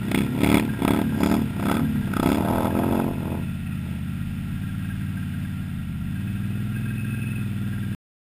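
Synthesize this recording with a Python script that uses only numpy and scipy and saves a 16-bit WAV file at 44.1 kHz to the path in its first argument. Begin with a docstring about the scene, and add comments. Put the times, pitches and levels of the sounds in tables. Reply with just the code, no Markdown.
"""Two quad bikes wading

Two V-twins cross deep water, heard from a sealed housing. The rider's engine is a low, steady pulse
train that excites resonances in its snorkels and buzzing bodywork. A second bike close by is blipped in
quick surges, its exhaust barking with turbulent gas, then falls silent. Water rumbles underneath,
and coarse sampling mirrors the sound into the treble."""
import sys
import numpy as np
from scipy import signal
from scipy.fft import rfft, irfft
from scipy.io import wavfile
from scipy.ndimage import uniform_filter1d

SR = 44100
rng = np.random.default_rng(int(sys.argv[2]) if len(sys.argv) > 2 else 0)


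def transcribe(u):
    """Save the signal u as a 16-bit wav file named by the first command-line argument.

    u: samples, shape (n,) or (channels, n), limited to [-1, 1]; the rate is SR.
    q: integer samples, one column per channel.
    """
    v = np.clip(np.atleast_2d(u).T, -1, 1)
    q = np.round(v * 32767).astype(np.int16)
    wavfile.write(sys.argv[1], SR, q)


N = 367353
TIME = np.arange(N) / SR


def from_db(db):
    """Amplitude ratio of a level in decibels."""
    return 10 ** (np.asarray(db) / 20)

def rms_one(x):
    """Normalisation to unit rms."""
    return x / np.sqrt(np.mean(x ** 2) + 1e-20)

def in_time(rows):
    """Linear interpolation of (seconds, value) rows at every sample."""
    return np.interp(TIME, *np.transpose(rows))

def evened(x, span_s):
    """Division by the running rms removes slow level changes and keeps the pulsing."""
    return x / np.sqrt(uniform_filter1d(x ** 2, int(span_s * SR)) + 1e-12)

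def white():
    """White Gaussian noise."""
    return rng.standard_normal(N)

def low_pass(x, hz):
    """Second-order Butterworth low-pass."""
    return signal.sosfilt(signal.butter(2, hz, fs=SR, output="sos"), x)

def resonate(x, modes):
    """Modal superposition: parallel resonances (Hz, bandwidth in Hz, dB) of alternating sign."""
    out = np.zeros(N)
    for k, (hz, width_hz, db) in enumerate(modes):
        r = np.exp(-np.pi * width_hz / SR)
        poles = [1, -2 * r * np.cos(2 * np.pi * hz / SR), r * r]
        zeros = [(1 - r * r) / 2, 0, (r * r - 1) / 2]
        out += (-1) ** k * from_db(db) * signal.lfilter(zeros, poles, x + 1e-18)
    return out

def impulses(cycles, phase, spread_db):
    """Impulse train: a click of random strength each time the cycle passes the given phase."""
    passed = np.diff(np.floor(cycles - phase), prepend=np.floor(cycles[0] - phase)) > 0
    strength = from_db(spread_db * rng.standard_normal(400))
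    return passed * strength[np.cumsum(passed) % len(strength)]

def pressure_pulses(clicks, width_s, lean):
    """Convolution turns each click into a peak between two dips; positive lean deepens the later."""
    u = np.arange(-5 * width_s, 5 * width_s, 1 / SR) / width_s
    return signal.fftconvolve(clicks, (1 - u ** 2 - lean * u) * np.exp(-u ** 2 / 2), "same")

def puffs(clicks, decay_s):
    """Each click opens a burst of noise with exponential decay."""
    r = np.exp(-1 / (decay_s * SR))
    return signal.lfilter([1], [1, -r], clicks) * white()

def spells(rows, rise_db_s=91, fall_db_s=53, rest_db=-73.5):
    """Power summation: a gain that climbs to each row's level, holds and sinks back to rest."""
    power = from_db(2 * rest_db)
    for start, end, db in rows:
        drop_db = rise_db_s * np.maximum(start - TIME, 0) + fall_db_s * np.maximum(TIME - end, 0)
        power = power + from_db(2 * (db - drop_db))
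    return np.sqrt(power)


# Firings, pipe echoes and intake gulps. Each row: phase in cycles at low speed and at high speed,
# then relative level in dB at low speed and at high speed.
CYCLE_PULSES = [(0, -.012, 0, 0), (.1, .095, -14, -14), (.172, .18, -3, -1), (.255, .262, -10, -13),
                (.375, .36, 0, 0), (.495, .5, -12, -5), (.56, .578, -9, -7), (.635, .68, -3, -6),
                (.72, .73, -5, -20), (.79, .795, -4, -6), (.87, .87, -9, -12)]
def pulse_train(cycles, fast):
    """Periodic excitation: the rider's engine repeats a pulse pattern that shifts with speed."""
    clicks = np.zeros(N)
    for low_phase, high_phase, low_db, high_db in CYCLE_PULSES:
        shifted = cycles - fast * (high_phase - low_phase)
        gain = from_db(low_db + fast * (high_db - low_db))
        clicks += gain * impulses(shifted, low_phase, spread_db=1.66)
    return clicks

# Snorkel resonance. 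Each row: frequency in Hz, bandwidth in Hz, relative gain in dB.
SNORKEL_MODES = [(86, 150, 17.5)]
# Airbox boom. Each row: multiple of the cycle rate, relative level in dB at low and at high speed.
AIRBOX_ORDERS = [(2, -29, -28.5), (3, -24.5, -14), (5, -0.5, 2), (6, -23, -15), (8, -14.5, -20)]
# Strength of the throb. Each row: time in seconds, level in dB.
THROB_LEVEL = [(0, -32), (3.3, -29.5), (4.7, -29.5), (5.3, -29), (5.8, -30.5), (6.3, -28), (8, -28.5)]
def throb(cycles, fast, clicks):
    """Air-column resonance: pulses boom in the snorkels, and the airbox adds low harmonics."""
    pressure = pressure_pulses(clicks, width_s=.00145, lean=.8)
    boom = evened(pressure + 2.8 * resonate(pressure, SNORKEL_MODES), span_s=.27)
    for order, low_db, high_db in AIRBOX_ORDERS:
        boom += from_db(low_db + fast * (high_db - low_db)) * np.cos(2 * np.pi * order * (cycles - .025))
    firings = impulses(cycles, .988, spread_db=1.5) + impulses(cycles, .36, spread_db=1.5)
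    edge = pressure_pulses(firings * fast ** 2, width_s=.00078, lean=.1)   # firings sharpen at speed
    return from_db(in_time(THROB_LEVEL)) * (boom + from_db(-26) * rms_one(edge))

# Bodywork resonances. Each row: frequency in Hz, bandwidth in Hz, relative gain in dB.
BODY_MODES = [(655, 16, -7), (1383, 50, 7), (1632, 20, 5.5), (1890, 50, 2), (2550, 97, -7.5),
              (3505, 91, -3), (5270, 87, -26)]
# Valve gear noise. Each row: frequency in Hz, relative spectral density in dB.
VALVE_SPECTRUM = [(210, -27), (350, -5.5), (505, -19.5), (695, -10), (1130, -18.5), (1380, -13),
                  (2060, -12.5), (2670, -8), (4500, -26), (5060, -22), (5900, -30), (7670, -57.5),
                  (13000, -120)]
# Strength of both together. Each row: time in seconds, level in dB.
CLATTER_ENVELOPE = [(0, -43.5), (2.8, -44), (3.2, -46), (4.0, -46.5), (4.4, -46), (5.4, -45.5),
                    (6.0, -48.5), (6.2, -46), (7.0, -46), (8, -45.5)]
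def clatter(shaking):
    """Forced vibration: the bodywork rings in its modes over the broadband noise of the valve gear."""
    hz, db = np.transpose(VALVE_SPECTRUM)
    bins_hz = np.maximum(np.arange(N // 2 + 1) * SR / N, 1)
    spectrum = from_db(np.interp(np.log(bins_hz), np.log(hz), db))
    valves = rms_one(irfft(rfft(white()) * spectrum, N))
    body = rms_one(resonate(shaking, BODY_MODES))
    return from_db(in_time(CLATTER_ENVELOPE)) * rms_one(body + 1.07 * valves)

# Water and wind against the housing. Each row: time in seconds, level in dB.
RUMBLE_LEVEL = [(0, -57), (1.2, -52), (2.3, -43.5), (3.6, -44), (4.1, -52), (4.5, -37), (5.2, -50),
                (5.8, -45), (8, -51.5)]
def water():
    """Flow noise in three bands: rumble on the housing, slosh and the faint wash of the bow wave."""
    rumble = rms_one(resonate(resonate(white(), [(34, 12, 0)]), [(34, 14, 0)]))
    slosh = rms_one(resonate(resonate(white(), [(141.4, 110, 0)]), [(141.4, 110, 0)]))
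    wash = rms_one(low_pass(white(), hz=900))
    return from_db(in_time(RUMBLE_LEVEL)) * rumble + from_db(-51.5) * slosh + from_db(-64.5) * wash

# The second bike's pipe tones. Each row: multiple of the cycle rate, relative level in dB.
DRONE_ORDERS = [(2, -5.5), (3, -11), (4, 0), (6, 3.5), (7, 1.5), (8, -19), (9, -23), (10, -23), (13, -20.5),
                (18, -24)]
# Strength of the drone. Each row: time in seconds, level in dB.
DRONE_ENVELOPE = [(0, -33), (.3, -23.5), (.52, -35), (.68, -26.5), (.78, -41.5), (.9, -35), (1.05, -25.5),
                  (1.28, -30.5), (1.45, -22.5), (1.52, -34), (1.7, -27.5), (1.82, -22.5), (2.02, -27),
                  (2.1, -35), (2.6, -31), (2.7, -40), (3.4, -39), (3.5, -76)]
def pipe_drone(cycles, flutter_db=2.5):
    """Harmonic series: between blips the pipe drones on a few orders, each fluttering in level."""
    flutter = [flutter_db * rms_one(low_pass(white(), hz=11)) for _ in range(3)]
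    drone = sum(from_db(db + flutter[k % 3]) * np.cos(2 * np.pi * order * cycles + order ** 2)
                for k, (order, db) in enumerate(DRONE_ORDERS))
    return from_db(in_time(DRONE_ENVELOPE)) * rms_one(drone)

# Muffler resonance. Each row: frequency in Hz, bandwidth in Hz, relative gain in dB.
MUFFLER_MODES = [(255, 110, 0)]
def exhaust_thump(cycles, cycle_hz, firings, rear):
    """Cavity resonance: the muffler rings after each pulse; under load the rear pulse sharpens."""
    load = np.interp(cycle_hz, [38.8, 40.5], [0, .93])
    pressure = pressure_pulses(firings, width_s=.00095, lean=0)
    pressure += pressure_pulses(rear * load, width_s=.00067, lean=-.31)
    boom = .085 * (1 + 1.9 * load) * np.cos(4 * np.pi * cycles)   # one period per crank turn
    return pressure + .6 * resonate(pressure, MUFFLER_MODES) + boom

# Bands of exhaust gas noise. Each row: frequency in Hz, bandwidth in Hz, relative gain in dB.
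RASP_MODES = [(534, 244, -9.5), (698, 40, -2.6), (833, 66, -6.5), (988, 171, -9)]
CRACK_MODES = [(1294, 55, 11.5), (1544, 89, 4)]
CRACKLE_MODES = [(2180, 710, 5), (2398, 1480, -0.5), (3370, 124, 3.5)]
SIZZLE_MODES = [(4994, 250, 0.1)]
def gas_jet(firings):
    """Turbulence: gas spits with each firing and excites four sets of resonances."""
    jet = np.roll(firings, -int(.0004 * SR))   # starts with the pressure front, ahead of the peak
    rasp = resonate(16 * jet + puffs(jet, decay_s=.004) + .08 * white(), RASP_MODES)
    crack = resonate(6 * jet + puffs(jet, decay_s=.0035) + .05 * white(), CRACK_MODES)
    crackle = resonate(4 * jet + puffs(jet, decay_s=.0035) + .05 * white(), CRACKLE_MODES)
    sizzle = resonate(puffs(jet, decay_s=.0096), SIZZLE_MODES)
    return rasp, crack, crackle, sizzle

# Open throttle. Each row: start and end in seconds, then thump, rasp, crack, crackle and sizzle in dB.
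THROTTLE_BLIPS = [(0.146, 0.208, -23, -38.5, -42, -33, -54),
                  (0.451, 0.575, -17.5, -29, -35.5, -28.5, -47.5),
                  (0.855, 0.976, -20, -30.5, -36, -35.5, -56.5), (1.24, 1.342, -20, -30.5, -36, -36.5, -44),
                  (1.657, 1.763, -24.5, -32.5, -32, -38, -52.5),
                  (2.173, 2.195, -25, -37, -30, -41.5, -51.5),
                  (2.259, 2.359, -19.5, -29.5, -35.5, -36, -48),
                  (2.454, 2.662, -25.5, -27.5, -37.5, -45, -58.5),
                  (2.758, 3.013, -23, -31.5, -41, -48, -60.5), (3.102, 3.076, -24, -33.5, -62, -68, -78.5),
                  (3.24, 3.367, -31.5, -40, -54, -56, -88), (3.87, 3.95, -44.5, -54, -66, -54, -71)]
# Those five layers in order. Each row: factor on the rise and fall slopes, coasting level in dB.
EXHAUST_LAYERS = [(1., -47), (1.1, -51), (1.8, -58), (1.6, -58), (1.4, -70)]
# Single firings that bark out. 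Each row: time in seconds, change of the gas noise in dB.
BARK_ACCENTS = [(0.112, 8.5), (.146, 3), (.569, -1), (0.595, 5.5), (0.88, 7.5), (1.204, 6), (1.623, 4.5),
                (1.713, 4), (2.132, 9.5), (2.165, 4.5), (2.23, 7.5), (2.652, 1), (2.995, 4)]
# Misses of the rear cylinder as the throttle opens. Each entry: time in seconds.
MISFIRE_TIMES = [.127, .861, 2.147, 2.179, 2.21]
def throttle(layers, bark_s=.009, miss_s=.0075, miss_db=-12):
    """Amplitude modulation: exhaust layers swell with each blip, jump at barks and dip at misfires."""
    bark_db = sum(db * ((TIME > s - .003) & (TIME < s + bark_s)) for s, db in BARK_ACCENTS)
    missing = sum((TIME > s - .004) & (TIME < s + miss_s) for s in MISFIRE_TIMES)
    gap_db = miss_db * uniform_filter1d(missing.astype(float), size=90)
    fade_db = 52 * np.maximum(TIME - 3.2, 0)   # the coasting level dies away from 3.2 s
    exhaust = np.zeros(N)
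    for k, (slope, coast_db) in enumerate(EXHAUST_LAYERS):
        blips = np.array(THROTTLE_BLIPS)[:, [0, 1, 2 + k]]
        surge = spells(blips, rise_db_s=140.5 * slope, fall_db_s=165 * slope, rest_db=coast_db - fade_db)
        bark_share = .15 if k == 0 else 1   # the thump barely barks
        exhaust += surge * from_db(gap_db + bark_share * bark_db) * evened(layers[k], span_s=.17)
    return exhaust

# The second bike's speed. Each row: time in seconds, four-stroke cycles per second.
SECOND_SPEED = [(0.0, 29.55), (0.24, 34.52), (0.6, 37.41), (0.84, 33.99), (1.02, 38.1), (1.2, 35.88),
                (1.38, 38.61), (1.5, 33.03), (1.68, 33.82), (1.8, 39.21), (2.04, 32.99), (2.22, 31.74),
                (2.34, 36.39), (2.4, 40.27), (2.46, 37.63), (2.52, 41.92), (2.64, 40.66), (2.76, 42.31),
                (2.82, 44.44), (3.0, 45.47), (3.24, 40.63), (3.36, 42.16), (3.42, 41.2), (4.2, 40.09)]
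# Cylinder balance. Each row: cycles per second, level of the rear against the front in dB.
REAR_BALANCE = [(32, -3.5), (38.5, -3), (40, 2), (41.5, 0.5)]
def second_bike():
    """Uneven firing: two cylinders, 0.385 of a cycle apart, drive the exhaust of a V-twin."""
    cycle_hz = in_time(SECOND_SPEED)
    cycles = -2.551 + np.cumsum(cycle_hz) / SR
    rear_gain = from_db(np.interp(cycle_hz, *np.transpose(REAR_BALANCE)))
    rear = rear_gain * impulses(cycles, .385, spread_db=.75)
    firings = impulses(cycles, 0, spread_db=2.5) + rear
    thump = exhaust_thump(cycles, cycle_hz, firings, rear)
    return pipe_drone(cycles) + throttle([thump, *gas_jet(firings)])

# Buzzing of the rider's rack. Each row: start in seconds, end in seconds, level in dB.
RACK_BUZZES = [(.7, 1.15, -46.5), (1.8, 2.02, -47), (2.7, 2.84, -49.5), (4.7, 5.42, -51),
               (6.2, 6.42, -50.5), (6.76, 7.2, -46.5), (7.35, 7.45, -57), (7.7, 7.9, -50)]
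def rack_buzz(cycles):
    """Impact excitation: knocked once a cycle, the loose rack rings on one note."""
    knocks = impulses(cycles, .2, spread_db=2.5)
    ring = resonate(knocks + .06 * puffs(knocks, decay_s=.012), [(1607, 22, 0)])
    return spells(RACK_BUZZES) * rms_one(ring)

# Singing of a panel. Each row: start in seconds, end in seconds, level in dB.
PANEL_TONES = [(1.9, 2.1, -74), (6.17, 6.45, -57), (6.8, 7.24, -47.5)]
def panel_tone(shaking):
    """Narrow resonance: the panel draws one sustained note from the engine's shaking."""
    ring = resonate(resonate(shaking, [(2572, 35, 0)]), [(2572, 50, 0)])
    return spells(PANEL_TONES) * rms_one(ring)

# Rattling of that panel. Each row: start in seconds, end in seconds, level in dB.
PANEL_RATTLES = [(2.8, 3.7, -48), (6.75, 7.35, -51)]
def panel_rattle(cycles, shaking):
    """Broad resonance: uneven bursts of noise, one a cycle, excite the loose panel."""
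    bursts = puffs(impulses(cycles, .76, spread_db=5.5), decay_s=.031)
    ring = resonate(resonate(bursts + .11 * shaking, [(2565, 168, 0)]), [(2570, 200, 0)])
    return spells(PANEL_RATTLES) * rms_one(ring)

# The speed of the rider's engine. Each row: time in seconds, four-stroke cycles per second.
RIDER_SPEED = [(0.0, 21.55), (0.3, 20.95), (0.45, 21.68), (1.2, 18.65), (2.25, 17.97), (2.55, 19.71),
               (3.0, 17.41), (3.8, 16.72), (4.0, 16.07), (4.2, 17.18), (4.5, 17.13), (4.6, 18.3),
               (5.1, 18.64), (5.3, 17.67), (5.6, 18.27), (6.0, 15.15), (6.2, 19.09), (6.5, 19.79),
               (6.8, 21.13), (7.3, 21.21), (7.5, 19.86), (8.0, 19.8)]
def rider_bike():
    """Common excitation: one crank times the throb and the shaking of the bodywork and loose parts."""
    cycle_hz = in_time(RIDER_SPEED)
    cycles = -.429 + np.cumsum(cycle_hz) / SR
    fast = np.interp(cycle_hz, [17.5, 20], [0, 1])   # blend from the low-speed to the high-speed pattern
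    clicks = pulse_train(cycles, fast)
    engine = throb(cycles, fast, clicks)
    shaking = puffs(clicks, decay_s=.006) + .2 * white()
    return (engine + clatter(shaking)
            + rack_buzz(cycles) + panel_tone(shaking) + panel_rattle(cycles, shaking))

def scene():
    """Superposition of both bikes and the water in one channel."""
    return (rider_bike() + second_bike() + water())[None]

def record(dry):
    """Spectral imaging: holding slow samples mirrors the sound into the treble; it stops abruptly."""
    sampling_hz, cutoff_hz, stop_s = 12000, 15875, 7.9493
    samples = signal.resample_poly(dry, sampling_hz, SR, axis=1)
    steps = np.repeat(samples, 4, axis=1)
    held = signal.resample_poly(steps, SR, 4 * sampling_hz, axis=1)
    held = np.pad(held, ((0, 0), (0, 8)))[:, :N] * (TIME < stop_s)
    return signal.sosfilt(signal.cheby2(12, 42, cutoff_hz, fs=SR, output="sos"), held)


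dry = scene()
out = record(dry)
transcribe(out)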